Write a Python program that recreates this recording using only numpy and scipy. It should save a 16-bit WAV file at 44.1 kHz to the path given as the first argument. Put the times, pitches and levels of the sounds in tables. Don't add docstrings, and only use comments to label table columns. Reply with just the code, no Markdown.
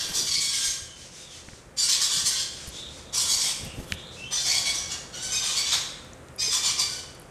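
import sys
import numpy as np
from scipy import signal
from scipy.fft import rfft, irfft, next_fast_len
from scipy.io import wavfile
from scipy.ndimage import uniform_filter1d, map_coordinates

SR = 44100
rng = np.random.default_rng(int(sys.argv[2]) if len(sys.argv) > 2 else 0)


def master(y):
    cut = np.clip(np.atleast_2d(y).T, -1, 1)
    pcm = np.round(cut * 32767)
    wavfile.write(sys.argv[1], SR, pcm.astype(np.int16))


N = 321930
TIME = np.arange(N) / SR

# start in seconds,
# length in seconds, relative level in dB, pitch in Hz, rasp from 0 to 1, brightness in dB,
# tongue resonance in Hz, its lift in dB, nasal lift in dB.
LOW_SQUAWKS = [ (-.03, 0.078, -27, 1100, 0.92, -4, 5330, 3, -14),
               (.128, 0.087, -23, 1190, 0.52, 4.5, 5030, 5, -13),
               (.255, 0.057, -25, 1170, 0.66, 2, 4730, 3, 6),
               (.305, 0.091, -22.5, 1124, 0.49, 3.5, 4460, 14.5, 6),
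               (.39, 0.12, -27, 1120, 0.55, 5, 4530, 8, 9), (.52, 0.054, -26, 1093, .68, 5.5, 4500, 4, 14),
               (.615, 0.081, -26, 1082, 0.64, 5, 6460, 4, 6),
               (1.763, .09, -21.5, 1170, 0.54, 5, 4800, 6, 2),
               (1.872, 0.084, -19.5, 1130, 0.81, 3, 4660, 3, 0),
               (1.995, 0.069, -20.5, 1100, 0.69, 3.5, 4540, 3.5, 3.5),
               (2.09, 0.12, -23.5, 1160, 0.52, 2.5, 4750, 1, -17),
               (2.24, 0.057, -20.5, 1060, .78, 6, 4225, 2.5, 0),
               (2.345, 0.088, -27.5, 1069, 0.53, -3, 4080, 17, 1),
               (3.122, .106, -23.5, 1150, .58, 5.5, 4570, 2, 1),
               (3.272, 0.091, -21, 1120, 0.68, 7.5, 4482, 7, 9),
               (3.38, 0.13, -24, 1110, 0.9, 3.5, 4545, 3, 6),
               (4.303, 0.098, -23, 1210, 0.36, 1.5, 5740, 6, -2),
               (4.44, .11, -21, 1120, 0.75, 2.5, 4420, 4.5, 11),
               (4.54, 0.074, -25.5, 1128, 0.4, 3.5, 4450, 7.5, -2),
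               (4.642, 0.066, -22, 1125, 0.4, 2.5, 4445, 6, 11.5),
               (4.72, 0.093, -29.5, 1150, 0.69, 1, 5750, 7, -6),
               (4.89, 0.057, -28.5, 1150, 0.79, -0.5, 4800, 0, -8),
               (5.3, 0.103, -24, 1248, 0.23, 2, 6240, 5, 7),
               (5.42, 0.13, -25.5, 1215, .55, 0, 4900, -3.5, -3),
               (5.55, 0.066, -23, 1140, 0.41, 2, 5614, -1, 5.5),
               (5.645, 0.078, -26, 1180, .6, -2, 5610, 2, -11),
               (5.705, 0.058, -20.5, 1177, 0.92, -1, 3900, 7, 0.5),
               (6.379, 0.099, -22, 1245, 0.34, 3.5, 5300, 9, 11.5),
               (6.5, 0.0795, -22, 1190, 0.63, 3, 5212, 2, 2),
               (6.622, .088, -21, 1190, 0.68, 2, 4720, 6, -1),
               (6.772, 0.056, -19.5, 1177, 0.48, 5.5, 4717, 6, 9)]
# start in seconds, length in seconds,
# relative level in dB, pitch in Hz, rasp from 0 to 1, brightness in dB.
HIGH_CRIES = [ (-.04, 0.158, -34.5, 1596, .55, -0.5), (.47, 0.27, -28, 1605, .68, 2),
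              (1.8, 0.1, -28.5, 1419, .55, 8), (2.09, .13, -33, 1555, .6, -4),
              (2.29, .075, -29, 1523, .5, 3.5), (2.37, 0.059, -30, 1625, .5, 12),
              (3.15, .14, -28, 1410, .62, 5.5), (4.38, 0.069, -30.5, 1586, .58, 7.5),
              (4.52, .1, -32, 1511, .55, -2), (4.76, .2, -42.5, 1626, .68, 0),
              (5.12, 0.088, -34, 1455, .52, -1), (5.205, 0.11, -30.5, 1524, .3, 2),
              (5.32, .12, -35.5, 1568, .45, 2), (6.87, .135, -35, 1486, .5, 2.5)]
# frequency in Hz, gain in dB.
THROAT_RESPONSE = [(300, -46), (520, -50), (700, -10.5), (900, -16.5), (1350, -15), (1900, -8.5),
                   (2650, -10), (3200, -0.5), (4000, -2.5), (5700, 0), (7800, -6), (8900, -10.5),
                   (9800, -16), (12000, -20), (15300, -37.5)]
# centre in Hz, width in Hz, lift in dB.
BEAK_RESONANCES = [(1055, 170, 8), (7400, 210, 1.5), (8100, 400, 1.5), (8730, 830, 2.5), (11100, 690, 2)]
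# time in seconds, centre in Hz, lift in dB.
HOLLOW_RESONANCE = [(.4, 780, -14), (2.1, 710, -10), (3.3, 990, 9.5), (4.6, 695.8, 7), (5.7, 825, -4.5),
                    (6.6, 1000, 8.5)]
# start and end in seconds, first, middle and last pitch in Hz,
# relative level in dB, waver as a share of the pitch.
SOFT_WHINES = [(0.833, 0.981, 3100, 3010, 3080, -47.5, .025), (1.172, 1.369, 3770, 3615, 2950, -46, 0.037),
               (2.709, 2.921, 3490, 3670, 3620, -38, .06), (3.043, 3.138, 3480, 3650, 3800, -48.5, 0.053),
               (3.613, 3.761, 2745, 2757, 2805, -44.5, .08), (3.854, 4.171, 3260, 3540, 3790, -41.5, 0.074),
               (4.164, 4.269, 2634, 2687, 2720, -38, 0.021), (4.223, 4.332, 3000, 3110, 3247, -39, 0.038)]
# midpoint in seconds, length in seconds, relative level in dB.
FAINT_HISSES = [(1.028, 0.15, -43), (1.188, 0.16, -42), (1.357, 0.14, -42.5), (1.52, 0.2, -48.5),
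                (2.617, 0.2, -40.5), (2.771, 0.11, -39.5), (2.96, 0.17, -44.5), (4, 0.071, -51),
                (4.164, 0.11, -45.5), (4.239, 0.11, -51)]
# start in seconds, peak in dB, centre in Hz, width in Hz, 60 dB decay in seconds.
SMALL_CLICKS = [(1.487, -34, 1490, 2480, 0.013), (1.533, -40, 1206, 2000, 0.019),
                (2.674, -33, 9100, 8970, 0.066), (2.688, -31, 10210, 2490, 0.022),
                (3.649, -34, 12050, 3000, 0.029), (3.922, -12.5, 2320, 1230, 0.0047),
                (3.922, -13.5, 6800, 9100, 0.0011), (3.937, -30, 6000, 7974, .04),
                (6.048, -38, 8980, 7000, 0.0064), (6.133, -35, 6800, 1990, 0.013),
                (6.285, -37, 5000, 5070, 0.0076), (6.362, -34, 10720, 1804, 0.014),
                (7.149, -45, 10500, 2493, 0.02), (7.197, -34, 10450, 2600, 0.012),
                (7.218, -41, 10500, 2520, 0.01)]
# start in seconds, peak in dB, pitch in Hz, 60 dB decay in seconds.
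SOFT_BUMPS = [(.68, -39, 54.7, 0.18), (.82, -38, 95, .08), (1.445, -43, 150, .04), (1.484, -27, 160, 0.012),
              (1.532, -30.5, 132, 0.024), (2.17, -34, 159.8, 0.05), (2.239, -30.5, 150, 0.055),
              (2.675, -35, 59, 0.22), (2.68, -34, 182, 0.054), (3.649, -38, 119, 0.085),
              (3.738, -32, 143, 0.059), (3.923, -22, 95, 0.031), (3.936, -42, 81, .12),
              (3.948, -34, 169, 0.055), (6.48, -37, 435, 0.094)]
# start and length in seconds, relative rub and rustle levels in dB.
FEEDER_SHIFTS = [(-.05, 0.17, -48.5, -42.5), (0.083, 0.2, -50, -38), (0.25, 0.27, -52.5, -68),
                 (3.589, 0.12, -43, -52), (3.735, 0.15, -41, -50), (3.878, 0.08, -43, -47)]
# frequency in Hz, gain in dB.
RUB_SPECTRUM = [(30, -2), (90, 6), (170, 2), (300, -3), (800, -13.5), (3000, -60)]
RUSTLE_SPECTRUM = [(100, -46), (320, -2), (800, -9), (2000, -9), (7000, -8), (13000, -13), (16000, -54)]
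AIR_SPECTRUM = [(20, -34), (30, -12), (42, 2.5), (55, -3.5), (80, 5), (98, -7.5), (125, 2), (224, -4.5),
                (394, -6.5), (515, -4.5), (729, -11), (1390, -12.5), (2300, -19), (4040, -28),
                (8780, -25.5), (15000, -44)]
# frequency in Hz, 60 dB decay in seconds.
REVERB_TIMES = [(300, 0.48), (2000, 0.91), (5000, 0.6), (9000, 0.67), (15000, 0.37)]
# time in seconds, relative level in dB.
BACKGROUND_LEVEL = [(0, -57.5), (1.5, -56), (2.2, -54), (3.3, -51.5), (7.3, -52)]
# frequency in Hz, greatest level in dB.
HUM_PARTIALS = [(79.6, -57.5), (119, -57.5), (350, -62), (447, -75), (521, -58.5)]

ATTACK_S, RELEASE_S, SWELL_DB = 0.026, 0.027, 4
SCOOP_SHARE, SCOOP_S = .06, .012
SAG_PER_S, RASP_PER_S = 0.1994, 1.16
GAPE_DB = 4.5


def squawks(rattle_db=0.9, flutter_db=-1.5):
    low_gain, low_hz, low_rasp, low_bright_db, tongue_hz, tongue_db, nasal_db = syllables(LOW_SQUAWKS)
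    high_gain, high_hz, high_rasp, high_bright_db = syllables(HIGH_CRIES)
    effort = np.hypot(low_gain, high_gain)
    high_share = (high_gain / (effort + 1e-12)) ** 2
    low_share = 1 - high_share
    low = syrinx(low_hz, low_rasp, jitter=0.0203, waver=.019, fundamental_db=-3.0)
    high = syrinx(high_hz, high_rasp, jitter=0.027, waver=.022, fundamental_db=7)
    rattle = unit(amp(rattle_db * wobble(420) + flutter_db * wobble(60)))
    source = (np.sqrt(low_share) * low + np.sqrt(high_share) * high) * rattle
    voice = throat(source, tongue_hz, tongue_db * low_share, nasal_db * low_share)
    voice = voice / np.sqrt(np.abs(uniform_filter1d(voice ** 2, size=1400)) + 1e-12)
    body = filtered(voice, lambda hz: 1 / (1 + (hz / 3600) ** 6))
    edge = filtered(voice, lambda hz: 1 - 1 / (1 + (hz / 6800) ** 6))
    gape = amp(low_share * low_bright_db + high_share * high_bright_db)
    return effort * (voice + body * (1 / gape - 1) + edge * (gape - 1))


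def syllables(table):
    loudness, opening, flatness, hoarser = np.zeros((4, N))
    t = np.arange(SR // 2) / SR
    for start, length, db, *_ in table:
        swell = amp(-SWELL_DB * (2 * np.minimum(t / length, 1) - 1) ** 2)
        envelope = np.minimum(t / ATTACK_S, 1) * swell * np.exp(-np.maximum(t - length, 0) / RELEASE_S)
        from_middle_s = (t - length / 2) * (t < length)
        add(loudness, start, amp(db) * envelope)
        add(opening, start, envelope)
        add(flatness, start, SCOOP_SHARE * np.exp(-t / SCOOP_S) + SAG_PER_S * from_middle_s)
        add(hoarser, start, RASP_PER_S * from_middle_s)
    held = [(start + part * length, *rest) for start, length, db, *rest in table for part in (.15, .9)]
    pitch, rasp, bright_db, *resonances = curves(held)
    closing_db = GAPE_DB * (np.minimum(opening, 1) - 1)
    return loudness, pitch * (1 - flatness), rasp + hoarser, bright_db + closing_db, *resonances


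def syrinx(pitch, rasp, jitter, waver, fundamental_db, break_db=3.5, doubling=0.37, harmonics=10):
    rasp = np.clip(rasp, .02, .98)
    unsteady = 1 + rasp * (jitter * wobble(900) + waver * wobble(110))
    phase = 2 * np.pi * np.cumsum(pitch * unsteady) / SR
    tone = amp(fundamental_db) * np.cos(phase)
    for k in range(2, harmonics + 1):
        overtone = np.cos(k * phase + rng.uniform(0, 2 * np.pi))
        breaking = unit(amp(break_db * wobble(55)))
        tone += overtone * breaking / np.sqrt(1 + (k / 7) ** 6)
    tone *= 0.92 / np.sqrt(harmonics)
    tone *= 1 + doubling * wobble(30) * np.cos(phase / 2)
    hiss = unit(rng.standard_normal(N) * (1 + 0.27 * np.cos(phase)))
    return np.sqrt(1 - rasp) * tone + np.sqrt(rasp) * hiss


def throat(source, tongue_hz, tongue_db, nasal_db, restless_db=3.0):
    hz, t, spectrum = signal.stft(source, SR, nperseg=512)
    hz = hz[:, None]
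    peak = lambda centre_hz, width_hz: 1 / (1 + (2 * (hz - centre_hz) / width_hz) ** 2)
    tongue_hz, tongue_db, nasal_db = [np.interp(t, TIME, c) for c in (tongue_hz, tongue_db, nasal_db)]
    hollow_hz, hollow_db = curves(HOLLOW_RESONANCE, t)
    beak_db = sum(db * peak(centre, width) for centre, width, db in BEAK_RESONANCES)
    moving_db = (tongue_db * peak(tongue_hz, width_hz=800)
                 + nasal_db * peak(2220, width_hz=320)
                 + hollow_db * peak(hollow_hz, width_hz=220))
    ripple = uniform_filter1d(rng.standard_normal(spectrum.shape), size=4, axis=0)
    ripple = unit(uniform_filter1d(ripple, size=6, axis=1))
    gain_db = along(THROAT_RESPONSE, hz) + beak_db + moving_db + restless_db * ripple
    return signal.istft(spectrum * amp(gain_db), SR, nperseg=512)[1][:N]


def whines(overtone_db=-15, flutter_db=2.6):
    out, quiver = np.zeros(N), wobble(1100)
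    for start, end, first, middle, last, db, waver in SOFT_WHINES:
        pitch = np.interp(TIME, [start, (start + end) / 2, end], [first, middle, last])
        phase = 2 * np.pi * np.cumsum(pitch * (1 + waver * quiver)) / SR
        out += amp(db) * arch(start, end) * (np.sin(phase) + amp(overtone_db) * np.sin(2 * phase))
    return out * amp(flutter_db * wobble(200))


def hisses(gain_db=-1):
    puffs = sum(amp(db + gain_db) * arch(middle - length / 2, middle + length / 2)
                for middle, length, db in FAINT_HISSES)
    return puffs * noise([(800, -16), (2000, -2.5), (3500, 0.0), (4600, 3.0), (6200, 4.5),
                          (9000, -3), (12000, -17.5), (15000, -36)])


def knocks():
    out, t = np.zeros(N), np.arange(SR // 4) / SR
    for start, db, hz, width, t60 in SMALL_CLICKS:
        edges_hz = np.clip([hz - width / 2, hz + width / 2], 100, SR / 2 - 100)
        band = signal.butter(3, edges_hz, btype="band", fs=SR)
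        tick = signal.lfilter(*band, rng.standard_normal(len(t)) * amp(-60 * t / t60))
        add(out, start, amp(db) * tick / np.abs(tick).max())
    for start, db, hz, t60 in SOFT_BUMPS:
        add(out, start, amp(db - 60 * t / t60) * np.sin(2 * np.pi * hz * t))
    return out


def cloth():
    rub = amp(5.1 * wobble(43)) * noise(RUB_SPECTRUM)
    rustle = amp(1.6 * wobble(81)) * noise(RUSTLE_SPECTRUM)
    return sum(arch(start, start + length) * (amp(rub_db) * rub + amp(rustle_db) * rustle)
               for start, length, rub_db, rustle_db in FEEDER_SHIFTS)


def room_echo(x, gap_s=.004):
    hz, t, spectrum = signal.stft(rng.standard_normal(SR), SR, nperseg=256)
    decay = amp(-60 * t / along(REVERB_TIMES, hz)[:, None])
    tail = signal.istft(spectrum * decay, SR, nperseg=256)[1]
    tail = np.pad(tail, (int(gap_s * SR), 0))
    return signal.fftconvolve(x, tail / np.linalg.norm(tail))[:N]


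def room_tone(air_db=5, drift_rad=0.35):
    level_db, = curves(BACKGROUND_LEVEL)
    hum = sum(amp(db) * np.sin(2 * np.pi * hz * TIME + drift_rad * wobble(5)) for hz, db in HUM_PARTIALS)
    return amp(level_db + air_db) * noise(AIR_SPECTRUM) + amp(level_db - level_db.max()) * hum


def amp(db):
    return 10 ** (np.asarray(db) / 20)


def unit(x):
    return x / np.sqrt(np.mean(x ** 2) + 1e-20)


def along(points, hz):
    point_hz, values = np.transpose(points)
    return np.interp(np.log(hz + 1), np.log(point_hz + 1), values)


def curves(rows, times=TIME):
    row_times, *columns = np.transpose(rows)
    return [np.interp(times, row_times, column) for column in columns]


def wobble(rate):
    knots = rng.standard_normal(N // 16)[:int(N * rate / SR) + 4]
    coarse = TIME[::8]
    return np.interp(TIME, coarse, map_coordinates(knots, [coarse * rate], mode="nearest"))


def filtered(x, response):
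    size = next_fast_len(N + 8192)
    return irfft(rfft(x, size) * response(np.fft.rfftfreq(size, 1 / SR)), size)[:N]


def noise(spectrum):
    return unit(filtered(rng.standard_normal(N), lambda hz: amp(along(spectrum, hz))))


def arch(start, end):
    return np.sqrt(np.abs(np.sin(np.pi * np.clip((TIME - start) / (end - start), 0, 1))))


def add(track, start_s, x):
    first = round(start_s * SR)
    x = x[max(-first, 0):]
    part = track[max(first, 0):][:len(x)]
    part += x[:len(part)]


def scene(direct_db=-3.0, echo_db=-5.5, near_echo_db=-16):
    chicks = squawks() + whines() + hisses()
    near = knocks() + cloth()
    echo = room_echo(amp(echo_db) * chicks + amp(near_echo_db) * near)
    return (amp(direct_db) * chicks + near + echo + room_tone())[None]


def record(dry, top_hz=15450):
    return filtered(dry[0], lambda hz: hz < top_hz)[None]


dry = scene()
out = record(dry)
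master(out)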